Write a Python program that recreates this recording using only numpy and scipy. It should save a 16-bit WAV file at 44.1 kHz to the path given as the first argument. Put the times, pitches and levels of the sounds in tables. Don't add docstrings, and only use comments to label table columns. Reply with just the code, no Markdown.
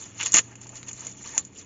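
import sys
import numpy as np
from scipy import signal
from scipy.fft import rfft, irfft, next_fast_len
from scipy.io import wavfile
from scipy.ndimage import uniform_filter1d, map_coordinates

SR = 44100
rng = np.random.default_rng(int(sys.argv[2]) if len(sys.argv) > 2 else 0)


def master(y):
    cut = np.clip(np.atleast_2d(y).T, -1, 1)
    pcm = np.round(cut * 32767)
    wavfile.write(sys.argv[1], SR, pcm.astype(np.int16))


N = 72765
T = np.arange(N) / SR


def amp(db):
    return 10 ** (np.asarray(db) / 20)


def unit(x):
    return x / np.sqrt(np.mean(x ** 2) + 1e-20)


def along(points, hz):
    f, v = np.transpose(points)
    return np.interp(np.log(hz + 1), np.log(f + 1), v)


def curve(rows, axis=1):
    cols = np.transpose(rows)
    return np.interp(T, cols[0], cols[axis])


def coloured(x, points, lag=1):
    m = 2 * next_fast_len(N)
    response_db = along(points, np.fft.rfftfreq(m, 1 / SR))
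    cepstrum = irfft(np.log(amp(response_db)), m)
    cepstrum[1:m // 2] *= 1 + lag
    cepstrum[m // 2 + 1:] *= 1 - lag
    response = np.exp(rfft(cepstrum))
    return irfft(rfft(x, m) * response, m)[:N]


def crackle(per_s, spread_db, hiss_db):
    sizes = amp(spread_db * np.minimum(rng.exponential(size=N), 3))
    happens = rng.random(N) < per_s / SR
    cracks = happens * sizes * rng.choice([-1, 1], N)
    hiss = amp(hiss_db) * rng.standard_normal(N)
    return unit(unit(cracks) + hiss)


def dying(s, t60):
    return (T >= s) * np.exp(-np.log(1000) * np.abs(T - s) / t60)


def flaking(x):
    flake_db = 3.5
    z = signal.stft(x, nperseg=256)[2]
    across_hz = uniform_filter1d(rng.standard_normal(z.shape), size=5, axis=0)
    field = uniform_filter1d(across_hz, size=4, axis=1)
    gain = unit(amp(flake_db * unit(field)))
    return signal.istft(z * gain, nperseg=256)[1][:N]


def wobble(per_s):
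    return unit(map_coordinates(rng.standard_normal(N // 20), [T * per_s]))


# start_s, level_db, body_db
FRACTURES = [(.2108, -15, 17), (.2303, -7, 7), (.235, -6, -1), (.258, -12, 4), (.2602, -7, -2),
             (.2617, -1.5, 1), (.2695, -10, 3), (.321, 0, -26), (.3235, -5, -18), (.3312, -5, -8),
             (.3414, 10.5, -8), (.3443, 10, -1), (.3504, 8, -1), (.3548, 0, 0), (.3605, 6.5, -5),
             (.3682, 8, -5), (.3705, 3, -6), (.374, -3, 5), (.3772, 4, -1), (.3838, 7, -4), (.386, 1, -3),
             (.3893, 0, 7), (.3922, -3, 5), (1.3791, 7, -3), (1.3825, -7, -1), (1.386, -11, -5),
             (1.3905, -13, -3), (.555, -19, 2), (.614, -16, -8), (.669, -17, -5), (.692, -19.5, -1),
             (.756, -18, 3), (.830, -24, 13), (.884, -9, -9), (.891, -13, -1), (.914, -13, -15),
             (.931, -14, -9), (1.007, -13, -20), (1.068, -8.5, -4), (1.45, -17, -10)]
# frequency_hz, gain_db
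SKIN_RESPONSE = [(60, -30), (300, -7), (600, -8), (1000, -1.5), (1600, -3), (2600, -.5), (4000, -5),
                 (7000, -1)]
SPLINTER_DB, SPLINTER_T60_S = -9, .015
SOFTEN, SOFTEST_DB = .9, 20
LINGER = .4


def snaps():
    out = np.zeros(N)
    low = signal.butter(4, 5200, fs=SR, output="sos")
    for s, db, body_db in FRACTURES:
        loudness_db = db + max(body_db, 0)
        soft_db = np.clip(-SOFTEN * loudness_db, 0, SOFTEST_DB)
        t60 = SPLINTER_T60_S * amp(LINGER * soft_db)
        click = crackle(per_s=6000, spread_db=3, hiss_db=-8) * dying(s, t60)
        click *= amp(SPLINTER_DB + soft_db) / np.linalg.norm(click)
        click[round(s * SR)] += 1
        click /= np.linalg.norm(click)
        body = (amp(body_db) - 1) * signal.sosfiltfilt(low, click)
        out += amp(db) * (click + body)
    return coloured(out, SKIN_RESPONSE)


# time_s, level_db
TEAR_LEVEL = [(.17, -73), (.193, -41), (.201, -48), (.22, -40), (.233, -37.5), (.25, -38.5), (.263, -29.5),
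              (.285, -36), (.31, -72.5), (.335, -30), (.343, -21), (.392, -24), (.402, -39), (.414, -54),
              (.427, -82), (.44, -81.5)]
# frequency_hz, gain_db
TEAR_SPECTRUM = [(60, -38), (250, -5), (450, -1), (650, -5), (950, 1), (1400, 1), (1900, 5.5), (2300, 1.5),
                 (3000, 4), (4500, 1), (7000, -3)]
# time_s, level_db
SCRAPE_LEVEL = [(.19, -59), (.2, -31), (.215, -29.5), (.226, -32.5), (.25, -65.5)]
# frequency_hz, gain_db
SCRAPE_SPECTRUM = [(200, -36), (600, -18), (850, -2.5), (1400, 2.5), (2300, 5.5), (3300, 2.5),
                   (7000, -17.5)]


def tearing():
    fibres = flaking(crackle(per_s=1600, spread_db=4.5, hiss_db=-7))
    tear = coloured(amp(curve(TEAR_LEVEL)) * fibres, TEAR_SPECTRUM)
    nail = unit(coloured(crackle(per_s=1500, spread_db=4, hiss_db=-4), SCRAPE_SPECTRUM))
    return tear + amp(curve(SCRAPE_LEVEL)) * nail


# time_s, level_db
RUSTLE_LEVEL = [(0, -47.5), (.028, -46), (.075, -53), (.125, -63.5), (.19, -45.5), (.41, -43), (.44, -54),
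                (.5, -61), (.6, -72), (.63, -46.5), (.66, -64.5), (.74, -59), (.768, -41.5), (.81, -59.5),
                (.865, -55), (.888, -39), (.91, -59.5), (.97, -49), (1.07, -46), (1.12, -51), (1.15, -59.5),
                (1.22, -49), (1.28, -43), (1.315, -48.5), (1.34, -47), (1.385, -41), (1.42, -54.5),
                (1.51, -72), (1.55, -57), (1.6, -44), (1.65, -68)]
# frequency_hz, gain_db
RUSTLE_SPECTRUM = [(100, -5.5), (500, -1.5), (1200, 1.5), (2400, 2), (3500, 1.5), (5000, 2), (7000, 2)]


def rustling():
    crinkles = flaking(crackle(per_s=1500, spread_db=3, hiss_db=-4))
    return coloured(amp(curve(RUSTLE_LEVEL)) * crinkles, RUSTLE_SPECTRUM)


# time_s, level_db
RUB_LEVEL = [(0, -61), (.7, -60), (.77, -55), (.85, -63), (.89, -52), (.93, -58), (1.05, -53), (1.19, -62),
             (1.28, -48.5), (1.32, -48.5), (1.365, -46.5), (1.43, -66), (1.65, -64.5)]
# frequency_hz, gain_db
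RUB_SPECTRUM = [(80, -14), (300, -4), (600, -1), (880, 4.5), (1300, -3), (1700, 0), (2500, -4), (3500, -20),
                (7000, -15)]
# start_s, level_db
BULB_JOLTS = [(0.343, -23), (0.389, -34), (1.062, -43.5), (1.379, -44.5)]
# frequency_hz, gain_db
JOLT_SPECTRUM = [(40, -32), (120, -13), (230, -3), (320, -8), (440, 5), (580, 3), (720, -3), (950, -3),
                 (5000, -60)]
JOLT_T60_S = 0.045
CATCHES_PER_S, CATCH_DB = 70, 3.5
CHAFE_HZ, CHAFE_GLIDE, CHAFE_DB = 850, .09, -7


def handling():
    pitch_hz = CHAFE_HZ * np.exp(CHAFE_GLIDE * wobble(20))
    phase = 2 * np.pi * np.cumsum(pitch_hz) / SR
    chafe = unit(sum(np.sin(k * phase) * wobble(2 * CATCHES_PER_S) / k for k in (1, 2)))
    friction = unit(coloured(flaking(crackle(per_s=900, spread_db=7, hiss_db=7)), RUB_SPECTRUM))
    rub_db = curve(RUB_LEVEL) + CATCH_DB * wobble(CATCHES_PER_S)
    rub = amp(rub_db) * (friction + amp(CHAFE_DB) * chafe)
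    jolt = sum(amp(db) * dying(s, JOLT_T60_S) for s, db in BULB_JOLTS)
    thud = unit(coloured(rng.standard_normal(N), JOLT_SPECTRUM))
    return rub + jolt * thud


# frequency_hz, width_hz, level_db
TUB_MODES = [(486, 53, -25.5), (840, 180, -15.5), (1042, 24, -6), (1890, 27, -0.5), (2940, 170, -3)]


def tub(x):
    m = 2 * next_fast_len(N)
    f = np.fft.rfftfreq(m, 1 / SR)
    response = sum(amp(db) * 1j * f * w / (hz * hz - f * f + 1j * f * w) for hz, w, db in TUB_MODES)
    return irfft(rfft(x, m) * response, m)[:N]


# frequency_hz, t60_s
ROOM_DECAY = [(200, 0.11), (2000, 0.035), (7000, 0.064)]
ROOM_DB = -6


def room(x):
    hz, t, z = signal.stft(rng.standard_normal(SR // 2), SR, nperseg=256)
    decay = np.exp(-np.log(1000) * t / along(ROOM_DECAY, hz)[:, None])
    tail = signal.istft(z * decay, SR, nperseg=256)[1]
    return signal.fftconvolve(x, tail / np.linalg.norm(tail))[:N]


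# time_s, pitch_hz, level_db
HUM_TRACK = [(0, 103.9, -60), (.09, 112.2, -52.5), (.4, 116.1, -48.5), (.7, 120.3, -50.5),
             (1.15, 124.1, -53), (1.35, 133.8, -61), (1.5, 124.6, -53), (1.65, 116, -84)]
# pitch_hz, level_db
DRONE_TONES = [(93, -63), (187, -67.5), (279, -60.5)]
# frequency_hz, gain_db
RUMBLE_SPECTRUM = [(20, -9.5), (95, 2), (155, 2), (195, 8), (270, -1), (360, 2.5), (600, -11), (1500, -27),
                   (4000, -33.5), (9000, -38)]
RUMBLE_DB = -52.5


def background():
    phase = 2 * np.pi * np.cumsum(curve(HUM_TRACK)) / SR
    hum = amp(curve(HUM_TRACK, axis=2)) * unit(np.sin(phase))
    drone = sum(amp(db) * unit(np.sin(2 * np.pi * (hz * T + rng.random()))) for hz, db in DRONE_TONES)
    rumble = amp(RUMBLE_DB) * unit(coloured(rng.standard_normal(N), RUMBLE_SPECTRUM))
    return hum + drone + rumble


def scene():
    garlic = snaps() + tearing() + rustling() + handling()
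    reflections = amp(ROOM_DB) * room(garlic)
    return (garlic + tub(garlic) + reflections + background())[None]


# frequency_hz, gain_db
MIC_RESPONSE = [(20, -2), (3600, -.5), (4400, .5), (5400, 1), (6100, 7), (6500, 12.5), (6850, 16.3),
                (7250, 16), (7480, -18.5), (7900, -42), (8500, -34), (8730, -11), (9000, -20), (9450, -51),
                (12000, -62)]


def record(dry):
    limit = signal.cheby1(12, .1, 11600, fs=SR, output="sos")
    heard = coloured(dry[0], MIC_RESPONSE, lag=0.58)
    return signal.sosfilt(limit, heard)[None]


dry = scene()
out = record(dry)
master(out)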